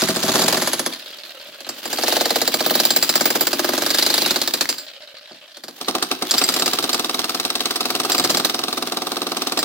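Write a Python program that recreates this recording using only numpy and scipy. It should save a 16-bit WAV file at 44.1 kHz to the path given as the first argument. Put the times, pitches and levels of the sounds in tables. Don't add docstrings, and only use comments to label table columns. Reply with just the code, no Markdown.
import sys
import numpy as np
from scipy import signal
from scipy.fft import rfft, irfft, next_fast_len
from scipy.io import wavfile

SR = 44100
rng = np.random.default_rng(int(sys.argv[2]) if len(sys.argv) > 2 else 0)


def wrap_up_sound(samples):
    columns = np.atleast_2d(samples).T
    tamed = np.clip(columns, -1, 1)
    steps = np.round(tamed * 32767).astype(np.int16)
    wavfile.write(sys.argv[1], SR, steps)


N = 425124
BLOW_SAMPLES = 8192
TIME, AGE = np.arange(N) / SR, np.arange(BLOW_SAMPLES) / SR
NEAR_LAG_SAMPLES, FAR_LAG_SAMPLES = 1.4, -5
DIRECT_SHARE = .52


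def near_breaker():
    blows = near_blows()
    spots = np.floor(blows[:, 0] * 4)
    out = np.zeros((2, N))
    for spot in np.unique(spots):
        here = blows[spots == spot]
        out += near_thuds(here) + near_clanks(here)
    return out + grit(blows[:, 0], blows[:, 3], NEAR_LAG_SAMPLES)


# t/s, rate/Hz
NEAR_SPEED = [
    [(0.019, 15.5), (0.18, 12.3), (0.23, 16.9), (0.51, 23.5), (0.68, 17.5), (0.96, 12.5)],
    [(1.855, 11.2), (1.98, 19.2), (2.13, 24.2), (2.44, 16.2), (2.6, 15.0), (2.69, 22.8), (3.09, 14.0),
     (3.24, 21.9), (3.54, 14.6), (3.66, 22.1), (4.12, 26.3), (4.25, 24.1), (4.31, 19.6), (4.8, 9.5)],
    [(6.31, 12.2), (6.48, 21), (6.74, 11.6), (6.88, 9.5), (7.08, 6.6)],
    [(8.119, 15.9), (8.23, 17.1), (8.47, 11.3)],
]
# t/s, boom/dB, thud/dB, clank/dB, ring/dB, overtone/dB
NEAR_FORCE = [
    [(0, -19, -22, -22, -27, -44), (.23, -23, -26, -25.5, -27, -43), (.3, -21, -26, -31, -33, -43),
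     (.48, -22, -24, -27, -24, -38), (.86, -38, -21, -20, -47, -45), (.94, -63, -55, -37, -59, -51)],
    [(1.85, -61, -26, -28, -30, -47), (2.08, -40, -20, -19.5, -37, -26),
     (2.36, -49, -19.5, -22.5, -30, -26), (2.7, -37, -19.5, -23, -48, -21),
     (2.85, -37, -24, -20.5, -26, -12), (3.25, -33, -21.5, -18, -28, -22),
     (3.36, -38, -20.5, -21.5, -34, -17), (3.7, -50, -19, -23.5, -43, -30),
     (3.92, -50, -25, -17.5, -25, -27), (4.3, -31.5, -23, -20.5, -37, -26), (4.78, -79, -15, -12, -42, -32)],
    [(6.31, -43, -31, -17.5, -18, -25), (6.44, -48, -54, -21.5, -17, -24), (6.49, -45, -40, -20, -20, -40),
     (6.58, -32, -30, -21, -23, -35), (6.74, -43, -37, -26, -31, -29), (6.93, -38, -28, -23, -24, -41),
     (7.06, -52, -47, -33, -45, -50)],
    [(8.12, -38, -28, -21, -21, -23), (8.24, -28, -26.5, -22.5, -25, -29), (8.45, -40, -23, -13, -35, -26)],
]
# t/s, boom/dB, thud/dB, clank/dB, ring/dB, overtone/dB
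ACCENTS = [(0.2342, -20, -28, -23, -27, -41), (0.281, -31, -22.5, -26, -38, -44),
           (0.355, -45, -19, -22, -33, -42), (0.3923, -24, -21, -21, -30, -38),
           (0.4166, -31, -29, -22, -33, -42), (0.4819, -31, -21, -19, -21, -38),
           (0.6736, -35, -23, -22, -40, -40), (0.732, -33, -24.5, -21.5, -41, -42),
           (0.7938, -38, -23.5, -23, -48, -42), (0.8622, -42, -23.5, -23.5, -52, -45),
           (1.141, -62, -53, -47, -71, -64), (1.4808, -50, -55, -48, -73, -62),
           (1.6041, -68, -41, -36, -62, -58), (1.6666, -56, -36.5, -39, -63, -59),
           (1.6901, -58, -31.5, -27, -32, -36), (1.8555, -59, -28, -31, -30, -42),
           (1.929, -52, -26, -24, -28, -33), (2.4156, -37, -20.5, -20.5, -40, -23),
           (2.4762, -39, -21.5, -20, -24, -19), (2.541, -38, -20, -19, -27, -24),
           (2.799, -32, -21, -17, -35, -21), (2.905, -35, -22, -18, -19, -26),
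           (2.962, -44, -22.5, -18.5, -22, -13), (3.0256, -50, -25, -18, -19, -17),
           (3.092, -45, -23, -16, -21, -22), (3.155, -39, -22, -17, -20, -14),
           (3.4088, -32, -22, -21, -22.5, -15), (3.4691, -42, -24.5, -19, -26, -19),
           (3.53, -38, -20.5, -19, -34, -34), (4.4155, -47, -28, -20, -48, -29),
           (4.475, -46, -26.5, -21, -45, -25), (4.5373, -55, -24.5, -19, -28, -26),
           (4.609, -56, -25, -16, -28, -26), (4.6902, -63, -28, -18, -22, -29),
           (4.7825, -72, -47, -32, -34, -35), (5.3086, -47, -41, -63, -72, -72),
           (5.5692, -65, -44, -40, -64, -57), (5.6367, -47, -39, -34.5, -61, -51),
           (5.682, -56, -35.5, -35.5, -63, -63), (6.6596, -32, -26, -20, -26, -27),
           (8.371, -50, -24, -19, -24, -30), (8.449, -39, -29, -18, -36, -28),
           (9.5897, -46, -27, -22, -21, -30)]
NEAR_SCATTER_DB = [2.5, 0.9, 1.2, 2, 2.5]


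def near_blows(same_blow_s=.006):
    regular, accents = strokes(NEAR_SPEED, NEAR_FORCE, NEAR_SCATTER_DB), np.array(ACCENTS)
    apart = np.abs(regular[:, :1] - accents[:, 0]).min(axis=1) > same_blow_s
    return np.vstack([regular[apart], accents])


# f/Hz, level/dB, t60/s, left-right/dB
NEAR_MODES = [(127, -15, 0.11, 4), (177, -16, 0.22, -1), (244.6, -2.5, 0.24, 1), (283, 0.5, 0.28, 1),
              (321, -6.5, 0.42, 4), (349, 1, 0.18, 4), (460.7, -3.5, 0.15, 4.5), (985, -8.5, 0.079, 18.5),
              (1118, -5.5, 0.11, -7), (1224, -2, 0.067, -2), (1393, -3.5, 0.026, 9), (1622, 0.5, 0.02, -6)]
# f/Hz, level/dB, t60/s, left-right/dB
HOLLOW_MODES = [(99, -15, .14, 7), (140.2, -6, 0.47, 2), (178.7, -1, 0.25, 0), (217.7, 4, 0.14, 2),
                (245.5, 5.5, 0.075, 0.5), (377, 3, 0.12, 0), (650, 3.5, 0.12, 3)]
# f/Hz, level/dB, t60/s, left-right/dB
PLATE_MODES = [(473.3, 4, 0.086, -2), (559, 4, 0.076, 3.5), (605.7, 6.5, 0.069, 0), (737, 2.5, 0.067, -1),
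               (820, 4.5, 0.033, 0.5)]
# t/s, level/dB re slab and housing
KNOCK_LEVEL = [(0, -3), (.5, 5), (.9, -1.5), (1.9, 1), (2.1, 7.5), (2.35, 5.5), (2.6, 2.5), (3.1, 0.5),
               (3.7, -0.5), (4.1, 0.5), (4.7, -0.5), (9.6, 6)]


def near_thuds(blows):
    out = np.zeros((2, N))
    body = unit(slab(NEAR_MODES, travel_s=.0022, phase_rad=.5))
    boom = unit(slab(HOLLOW_MODES, travel_s=.00085, phase_rad=.28))
    plate = unit(slab(PLATE_MODES, travel_s=.002, phase_rad=.8, detune=.02, scatter_db=1.5))
    wave = bending_wave(start_hz=1158, spread_s=.01124, swell_s=.0037)
    thump = bending_wave(start_hz=377.6, spread_s=.072, swell_s=.0044)
    knock = unit(plate + undb(-3) * wave)
    ground = undb(-11) * shaken_ground(t60_s=.13)
    for t, boom_db, thud_db, *_ in blows:
        thud = unit(body + undb(along(KNOCK_LEVEL, t)[0]) * knock + ground)
        add(out, t, undb(thud_db - .97) * thud)
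        add(out, t + .00281, undb(thud_db - 7.5) * thump)
        add(out, t + .00506, undb(boom_db) * boom)
    return out


# f/Hz, level/dB
NEAR_STEEL = [(700, -24), (1300, -2), (1800, 0), (2600, -3), (3300, -3), (4000, 1.5), (4800, 4.5),
              (6000, -1.5), (7400, -2.5), (9000, -8.5), (10500, -3), (12200, -4.5), (13300, -9), (14200, 0),
              (15500, -14)]
# f/Hz, level/dB, t60/s
BURIED_BENDING = [(998, -3.5, 0.059), (1100, -9, 0.058), (1783, 2, 0.038), (2260, -8, 0.049),
                  (3390, -4, 0.074), (4540, 2, 0.034), (6410, 3.5, .03), (6500, -18, 0.032),
                  (7100, -16, .03), (7850, -10, .03), (10400, 1, 0.068), (11100, 4, 0.033)]
# f/Hz, level/dB, t60/s
FREE_BENDING = [(3700, -3, .04), (3880, -1, .05), (4070, 1, .06), (4250, -2, .04), (4410, 0, .05),
                (4535, -1, .05), (4728, -2, .06), (5020, -3, .05)]
# f/Hz, level/dB, base t60/s
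CHISEL_RING = [(4640, -4, .04), (4790, -3, .09), (4900, -5, .035), (5010, -4, .04), (5135, -5, .04),
               (7390, -2, .04), (7470, -1, .05), (7550, -4, .08)]
# f/Hz, level/dB, base t60/s
CHISEL_OVERTONE = [(11600, -13, .03), (11800, -13, .04), (11980, -11, .07), (12150, -13, .04),
                   (12330, -11, .04), (13900, -13, .035), (14150, -14, .03), (15290, -5, .03),
                   (15370, -2, .04), (15425, 0, .075), (15490, -3, .04), (15570, -7, .03)]
# t/s, bending/dB re clank, lengthwise t60 factor
SEATING = [(0, -6.5, 0.43), (.9, 1.5, 0.34), (1.7, -23, 1.3), (2.3, -1.5, 0.94), (2.9, -2.5, 1.6),
           (3.5, -21, 1.2), (3.75, -17, .6), (4, -1.5, 0.68), (4.3, 0, 0.77), (4.6, -3, 1), (4.69, -11, 2),
           (4.78, -1, 4.1), (6.3, -6, 0.71), (6.55, -9.5, 1), (9.6, -5.5, 1.4)]


def near_clanks(blows, buried_until_s=1):
    out = np.zeros((2, N))
    steels = clanks(len(blows), NEAR_STEEL, NEAR_LAG_SAMPLES, crack_db=12, clatter_t60_s=.075,
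                    rough_db=2.8, tail_db=-21, tail_t60_s=.081, ripple_db=3.5)
    for (t, _, _, clank_db, ring_db, overtone_db), steel in zip(blows, steels):
        bending_db, t60_factor = along(SEATING, t)
        bending = steel_bar(BURIED_BENDING if t < buried_until_s else FREE_BENDING, detune=.007)
        add(out, t, undb(clank_db) * (steel + undb(bending_db) * bending))
        add(out, t, undb(ring_db) * steel_bar(CHISEL_RING, t60_factor, detune=.005))
        add(out, t, undb(overtone_db) * steel_bar(CHISEL_OVERTONE, t60_factor, detune=.002))
    return out


# t/s, rate/Hz
FAR_SPEED = [
    [(.036, 14), (.12, 16.1), (.3, 15.7), (.56, 16)],
    [(5.812, 13.5), (5.94, 15.2), (6.01, 12.6), (6.27, 7), (6.38, 14), (6.55, 13), (6.58, 17.5),
     (7.2, 20.9), (7.23, 19.1), (7.74, 19.6), (7.78, 20.9), (8.38, 19.8), (8.72, 22.4), (8.75, 20.7),
     (9.49, 19.6), (9.65, 18)],
]
# t/s, thud/dB, clank/dB
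FAR_FORCE = [
    [(.03, -29, -22), (.17, -38, -25), (.35, -22.5, -18.5), (.54, -24, -21)],
    [(5.81, -31, -29.5), (5.89, -22, -20), (6.03, -22.5, -17), (6.22, -23, -21.5), (6.4, -22, -18.5),
     (7.05, -26.5, -21), (7.7, -26.5, -19), (8.25, -22, -19.5), (8.6, -26, -22), (9.05, -25, -24),
     (9.64, -24, -20.5)],
]
# f/Hz, level/dB, t60/s, left-right/dB
FAR_MODES = [(131, -21, 0.15, 1), (191, -12, 0.21, -7), (254.5, -3.5, 0.25, 2.5), (316.5, -5, 0.19, -1.5),
             (365, -2, 0.21, 1.5), (384, -9, 0.22, 3.5), (459, -3.5, 0.051, -2), (544, -12, 0.18, 3),
             (654, -5.5, 0.13, 0), (734, 0.5, 0.065, -0.5), (803, -6, 0.11, 4), (916, -9.5, 0.083, -8),
             (1027, -6, 0.065, -1), (1176, -1, 0.044, 1.5), (1242, -4.5, 0.051, -3.5),
             (1391, -7.5, 0.06, -3), (1596, -15.5, 0.048, -14)]
# f/Hz, level/dB
FAR_STEEL = [(700, -11.5), (1300, 2.5), (1700, -1.5), (2500, 2), (3300, 5), (3950, 9), (5300, 6.5),
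             (6400, -1.5), (7600, -7.5), (8300, 2), (9200, -8), (12500, -3), (15500, -7)]
# f/Hz, level/dB, t60/s
FAR_BENDING = [(1210, -2.5, 0.062), (1292, 2.5, 0.036), (2684, 5.5, 0.037), (3754, 2.5, 0.035),
               (3880, 10.5, 0.031), (5350, -3.5, 0.11), (6200, -2, 0.067), (8530, -2.5, 0.07)]


def far_breaker():
    out = np.zeros((2, N))
    lag, rasp_s = FAR_LAG_SAMPLES, .005
    rasp_colour = [(300, -10), (1300, 6.5), (2500, -4), (4500, -1), (15500, -28)]  # f/Hz, level/dB
    swell = np.exp(-(AGE / rasp_s - 2) ** 2)
    thump = bending_wave(start_hz=519, spread_s=.031, swell_s=.0036)
    ground = shaken_ground(t60_s=.2)
    blows = strokes(FAR_SPEED, FAR_FORCE, scatter_db=[1.1, 1])
    steels = clanks(len(blows), FAR_STEEL, lag, crack_db=4, clatter_t60_s=.042,
                    rough_db=3.2, tail_db=-24, tail_t60_s=.26, ripple_db=3)
    for (t, thud_db, clank_db), steel in zip(blows, steels):
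        body = unit(slab(FAR_MODES, travel_s=.0018, phase_rad=.45, detune=.006, scatter_db=1.2))
        rasp = unit(swell * noise(rasp_colour, BLOW_SAMPLES, lag))
        bending = steel_bar(FAR_BENDING, detune=.014, lag=lag)
        add(out, t - 3 * rasp_s, undb(clank_db - 17) * rasp)
        add(out, t - .00371, undb(thud_db - 6.5) * thump)
        add(out, t - .0037, undb(clank_db - 19.5) * tick(GRIT_COLOUR, lag, t60_s=.027))
        add(out, t, undb(thud_db - .44) * body)
        add(out, t, undb(thud_db - 13) * (ground + shaken_ground(t60_s=.09)))
        add(out, t, undb(clank_db) * (undb(-.94) * steel + undb(-6.5) * bending))
    return out + grit(blows[:, 0], blows[:, 2], lag)


def strokes(speeds, forces, scatter_db):
    rows = []
    for speed, force in zip(speeds, forces):
        t = np.arange(speed[0][0], speed[-1][0], 1 / SR)
        turns = np.cumsum(along(speed, t)[0]) / SR
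        times = np.interp(np.arange(turns[-1]), turns, t)
        chance = rng.standard_normal((len(times), len(scatter_db)))
        rows.append(np.column_stack([times, along(force, times).T + chance * scatter_db]))
    return np.vstack(rows)


def clanks(count, colour, lag, crack_db, clatter_t60_s, rough_db, tail_db, tail_t60_s, ripple_db):
    def strike():
        clatter = roughness(rough_db, step_samples=48) * fade(clatter_t60_s)
        shape = undb(crack_db) * fade(.0016) + clatter + undb(tail_db) * fade(tail_t60_s)
        bite = 1 - np.exp(-AGE / .0005)
        steel = noise(colour, BLOW_SAMPLES, lag, alike_hz=900, ripple_db=ripple_db, direct=DIRECT_SHARE)
        return unit(steel * shape * bite)

    repeated = strike()
    return [.5 * repeated + .87 * strike() for _ in range(count)]


def steel_bar(modes, t60_factor=1, detune=.00079, lag=NEAR_LAG_SAMPLES):
    out = 0
    age = AGE - np.array([[lag / SR], [0]])
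    for hz, db, t60_s in modes:
        pitch, size, skew = rng.standard_normal(3)
        cycles = hz * (1 + detune * pitch) * age + rng.random()
        phase = 2 * np.pi * cycles + np.array([[.6 * skew], [0]])
        out = out + undb(db + 2 * size) * fade(t60_s * t60_factor) * np.sin(phase)
    return unit(out)


def slab(modes, travel_s, phase_rad, detune=0., scatter_db=0.):
    out = np.zeros((2, BLOW_SAMPLES))
    for (hz, db, t60_s, pan_db), (pitch, size) in zip(modes, rng.standard_normal((len(modes), 2))):
        age = AGE - travel_s * max(np.sqrt(1700 / hz) - 1, 0)
        swell = np.clip(age * hz, 0, 1) * fade(t60_s, age) / np.sqrt(t60_s)
        trail = np.array([[0], [phase_rad * min(hz / 400, 1)]])
        phase = 2 * np.pi * hz * (1 + detune * pitch) * age - trail
        gain = undb(db + scatter_db * size + np.array([[pan_db], [-pan_db]]) / 2)
        out += gain * swell * np.sin(phase)
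    return out


def bending_wave(start_hz, spread_s, swell_s):
    phase = 2 * np.pi * np.cumsum(start_hz / (1 + AGE / spread_s) ** 2) / SR
    swell = AGE / swell_s * np.exp(-AGE / swell_s)
    return unit(swell * np.sin(phase - np.array([[0], [.4]])))


# f/Hz, level/dB
GROUND_COLOUR = [(25, -45), (55, -64), (90, -53), (130, -19), (200, 14.5), (350, 14), (700, -6), (1200, 2),
                 (2000, -5.5), (4000, -45)]


def shaken_ground(t60_s):
    return unit(noise(GROUND_COLOUR, BLOW_SAMPLES, alike_hz=696) * (fade(t60_s) - fade(.033)))


# t/s, level/dB
PUFF_LEVEL = [(0, -25), (.35, -36), (.9, -32), (1.85, -39), (2.05, -22.5), (2.4, -28.5), (2.8, -23.5),
              (3.2, -43), (3.6, -35), (4, -26), (4.3, -23.5), (4.7, -64), (6.3, -27.5), (7, -57),
              (8.2, -33)]
# f/Hz, level/dB
PUFF_COLOUR = [(60, -50), (500, -36), (1500, -5), (2500, -2), (3500, 6.5), (4700, 1.5), (5600, -6),
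               (8000, -10), (15500, -17)]


def piston(lead_s=.0065, width_s=.007):
    out = np.zeros((2, N))
    swell = np.exp(-(AGE / width_s - 2) ** 2)
    for t in strokes(NEAR_SPEED, NEAR_FORCE, NEAR_SCATTER_DB)[:, 0]:
        rattle = roughness(4, step_samples=64)
        air = noise(PUFF_COLOUR, BLOW_SAMPLES, NEAR_LAG_SAMPLES,
                    alike_hz=1000, ripple_db=7.5, direct=DIRECT_SHARE)
        add(out, t - lead_s - 2 * width_s, undb(along(PUFF_LEVEL, t)[0]) * unit(swell * rattle * air))
    return out


# t/s, level/dB
CRUMBLE_LEVEL = [(0, -27), (.2, -30), (.33, -21), (.5, -27.5), (.7, -28.5), (.88, -46), (.97, -56)]
# f/Hz, level/dB
CHIP_COLOUR = [(60, -45), (400, -23), (1000, 4), (1800, 2), (2800, -4), (4400, 4.5), (5600, -8), (6700, 6),
               (7800, -3), (9000, -19), (10500, 1), (15500, -16)]


def crumbling(chips_per_s=310, scatter_db=.5, t60_s=.015):
    out = np.zeros((2, N))
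    start, end = CRUMBLE_LEVEL[0][0], CRUMBLE_LEVEL[-1][0]
    decay = fade(t60_s, AGE[:1024])
    for t in rng.uniform(start, end, int(chips_per_s * (end - start))):
        chip = decay * noise(CHIP_COLOUR, len(decay), NEAR_LAG_SAMPLES, ripple_db=4, direct=DIRECT_SHARE)
        add(out, t, undb(scatter_db * min(rng.standard_normal(), 2)) * chip)
    return out / out[:, :int(end * SR)].std() * undb(along(CRUMBLE_LEVEL, TIME)[0])


# f/Hz, level/dB
GRIT_COLOUR = [(200, -28), (900, -2.5), (1700, 0.5), (2600, -6.5), (4000, 5), (5300, 2), (7000, -11),
               (15500, -13)]


def grit(times, clanks_db, lag, grains=4, spread_s=.05, scatter_db=5.5):
    out = np.zeros((2, N))
    for t, clank_db in zip(times, clanks_db):
        for late, size in zip(rng.random(grains), np.minimum(rng.standard_normal(grains), 2)):
            grain = tick(GRIT_COLOUR, lag, t60_s=.014)
            add(out, t + late * spread_s, undb(clank_db - 21 + scatter_db * size) * grain)
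    return out


# f/Hz, level/dB, t60/s
MESH_MODES = [(4820, -1, .05), (5400, -3, .4), (5800, -7, .55)]


def mesh_bar(at_s=8.563, level_db=-33):
    out = np.zeros((2, N))
    add(out, at_s, undb(level_db) * steel_bar(MESH_MODES))
    return out


# t/s, relative level/dB, ring f/Hz
IDLE_TAPS = [(0.9344, -18, 4150), (0.997, -27, 4230), (1.06, -26, 3890), (1.0894, -33, 3990),
             (1.1123, -27, 4560), (1.133, -26, 3320), (1.1862, -26, 4500), (1.235, -23, 4110),
             (1.2938, -26, 4100), (1.398, -28, 4540), (1.456, -29, 3520), (1.647, -25, 4020),
             (4.8692, -29, 4050), (4.883, -25, 4200), (4.9351, -31, 3940), (5.022, -29, 4250),
             (5.0754, -30.5, 4020), (5.1516, -32, 4300), (5.169, -26.5, 4250), (5.2576, -29, 3870),
             (5.319, -29, 4500), (5.3691, -36, 3950), (5.415, -34, 3080), (5.5167, -37, 4560),
             (5.546, -31, 4560), (5.846, -21.5, 4230)]
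# multiple of ring f, level/dB
TAP_COLOUR = [(.15, -28), (.4, -7), (.8, -7), (1, 7.5), (1.2, -8.5), (1.5, -18), (3.5, -36)]


def loose_chisel(gain_db=-14, bounce_s=.012, bounce_db=-4):
    out = np.zeros((2, N))
    for t, db, hz in IDLE_TAPS:
        colour = np.array(TAP_COLOUR) * [hz, 1]
        for bounce, gap in enumerate(.5 + rng.random(size=3)):
            tap = tick(colour, NEAR_LAG_SAMPLES, t60_s=.033)
            add(out, t, undb(db + gain_db + bounce * bounce_db) * tap)
            t += gap * bounce_s
    return out


# t/s, rate/Hz
IDLE_SPEED = [
    [(0.925, 14.2), (1.1, 15.2), (1.2, 18.8), (1.42, 18), (1.49, 15.4), (1.84, 18.3)],
    [(4.795, 14.1), (5.56, 15.3)],
]
# t/s, puff/dB, relative rush/dB
IDLE_LEVEL = [
    [(.93, -38.5, -37), (1.4, -40, -40.5), (1.82, -40.5, -42)],
    [(4.8, -40, -41), (5.15, -43.5, -68), (5.55, -45, -64)],
]
# f/Hz, level/dB
VENT_COLOUR = [(50, -45), (200, -22), (450, -23), (590, 11.5), (760, -9), (1100, -9), (1550, -1),
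               (2100, -4.5), (3200, 2.5), (4400, 0), (5200, -3), (6000, -14), (9000, -17), (15500, -39)]


def idling():
    out = np.zeros((2, N))
    puffs = strokes(IDLE_SPEED, IDLE_LEVEL, scatter_db=[.6, 0])
    periods_s = np.minimum(np.diff(puffs[:, 0], append=np.inf), .08)
    for (t, db, _), period_s in zip(puffs, periods_s):
        swell = np.exp(-np.abs((AGE / period_s - .38) / .48) ** 3)
        shape = swell * roughness(2.6, step_samples=128) + .86 * fade(.028)
        vent = np.array(VENT_COLOUR) * [np.exp(.056 * rng.standard_normal()), 1]
        air = noise(vent, BLOW_SAMPLES, NEAR_LAG_SAMPLES, alike_hz=2670, ripple_db=3)
        add(out, t, undb(db) * shape * air)
    return out


# f/Hz, level/dB
MOTOR_COLOUR = [(30, -44), (80, -33), (150, -7.5), (300, 5), (600, 3), (1000, -0.5), (2200, 0), (3300, 5.5),
                (4500, 3.5), (5300, -1), (6200, -2), (9000, -8), (12000, -2), (15500, -3.5)]


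def motors(near_db=-22.5, far_db=-31, floor_db=-51.5, rated_hz=20, db_per_octave=5, follow_s=.0075):
    power = np.full(N, undb(floor_db) ** 2)
    for speeds, rated_db, ease_s in (NEAR_SPEED, near_db, .37), (FAR_SPEED, far_db, .02):
        for speed in speeds:
            octaves = np.log2(along(speed, TIME)[0] / rated_hz)
            load = np.clip((speed[-1][0] - TIME) / ease_s, 0, 1)
            power += running(speed) * load * undb(rated_db + db_per_octave * octaves) ** 2
    for pause in IDLE_LEVEL:
        power += running(pause) * undb(along(pause, TIME)[1]) ** 2
    pole = np.exp(-1 / (follow_s * SR))
    gain = signal.lfilter([1 - pole], [1, -pole], np.sqrt(power), zi=[undb(near_db)])[0]
    knots = TIME[::200]
    flutter_db = 5 * np.interp(TIME, knots, np.clip(rng.standard_normal(len(knots)), -2, 1.7))
    rush = noise(MOTOR_COLOUR, next_fast_len(N), alike_hz=2020)[:, :N]
    rush = signal.sosfilt(signal.butter(2, 70, "high", fs=SR, output="sos"), rush)
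    return gain * undb(flutter_db - 6) * rush


def running(curve, spin_up_s=.15):
    return np.clip(1 + (TIME - curve[0][0]) / spin_up_s, 0, 1) ** 2 * (TIME <= curve[-1][0])


def street_echo(x, wet_db, t60_s):
    age = np.arange(SR // 2) / SR
    colour = [(60, -17), (300, -16), (4000, -16.5), (15000, -20.5)]  # f/Hz, level/dB
    echo = noise(colour, len(age), alike_hz=605) * fade(t60_s, age - .014)
    echo /= np.sqrt(np.sum(echo ** 2) / 2)
    return undb(wet_db) * signal.fftconvolve(x, echo, axes=1)[:, :N]


def tick(colour, lag, t60_s):
    ring = noise(colour, 2048, lag, alike_hz=1000, ripple_db=3.5, direct=DIRECT_SHARE)
    return unit(ring * fade(t60_s, AGE[:2048]))


def noise(colour, size, lag=0, alike_hz=1500, ripple_db=0, direct=0):
    hz = np.arange(size // 2 + 1) * SR / size + 1
    points_hz, db = np.transpose(colour)
    ripple = np.interp(hz, np.linspace(0, SR / 2, num=200), rng.standard_normal(200))
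    gain = undb(np.interp(np.log(hz), np.log(points_hz), db) + ripple_db * ripple)
    alike = np.minimum(direct + (1 - direct) / (1 + (hz / alike_hz) ** 2), 1)
    mid, side = rfft(rng.standard_normal((2, size))) * gain * np.sqrt([1 + alike, 1 - alike])
    delay = np.exp(-2j * np.pi * hz * lag / SR)
    x = irfft(np.array([(mid + side) * delay, mid - side]), size)
    return x / x.std()


def roughness(depth_db, step_samples):
    knots = AGE[::step_samples]
    return undb(depth_db * np.interp(AGE, knots, rng.standard_normal(len(knots))))


def along(curve, t):
    times, *columns = np.transpose(curve)
    return np.array([np.interp(t, times, column) for column in columns])


def fade(t60_s, age=AGE):
    return np.exp(-np.log(1000) * np.maximum(age, 0) / max(t60_s, 1e-4)) * (age >= 0)


def unit(x):
    return x / np.sqrt(np.sum(x ** 2) / 2 / (SR / 50))


def undb(db):
    return 10 ** (np.asarray(db) / 20)


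def add(out, t, x):
    start = int(round(t * SR))
    a, b = max(start, 0), min(start + x.shape[1], N)
    if b > a:
        out[:, a:b] += x[:, a - start:b - start]


def scene():
    tools = near_breaker() + piston() + crumbling() + far_breaker()
    tools += mesh_bar() + idling() + loose_chisel()
    return tools + street_echo(tools, wet_db=-14.5, t60_s=.45) + motors()


def record(dry, low_hz=55, top_hz=15900):
    ports = dry * undb(np.array([[-.4], [.4]]))
    ports = signal.sosfilt(signal.butter(1, low_hz, "high", fs=SR, output="sos"), ports)
    rounded = ports / (1 + ports ** 6) ** (1 / 6)
    return signal.sosfilt(signal.ellip(10, .2, 80, top_hz, fs=SR, output="sos"), rounded)


dry = scene()
out = record(dry)
wrap_up_sound(out)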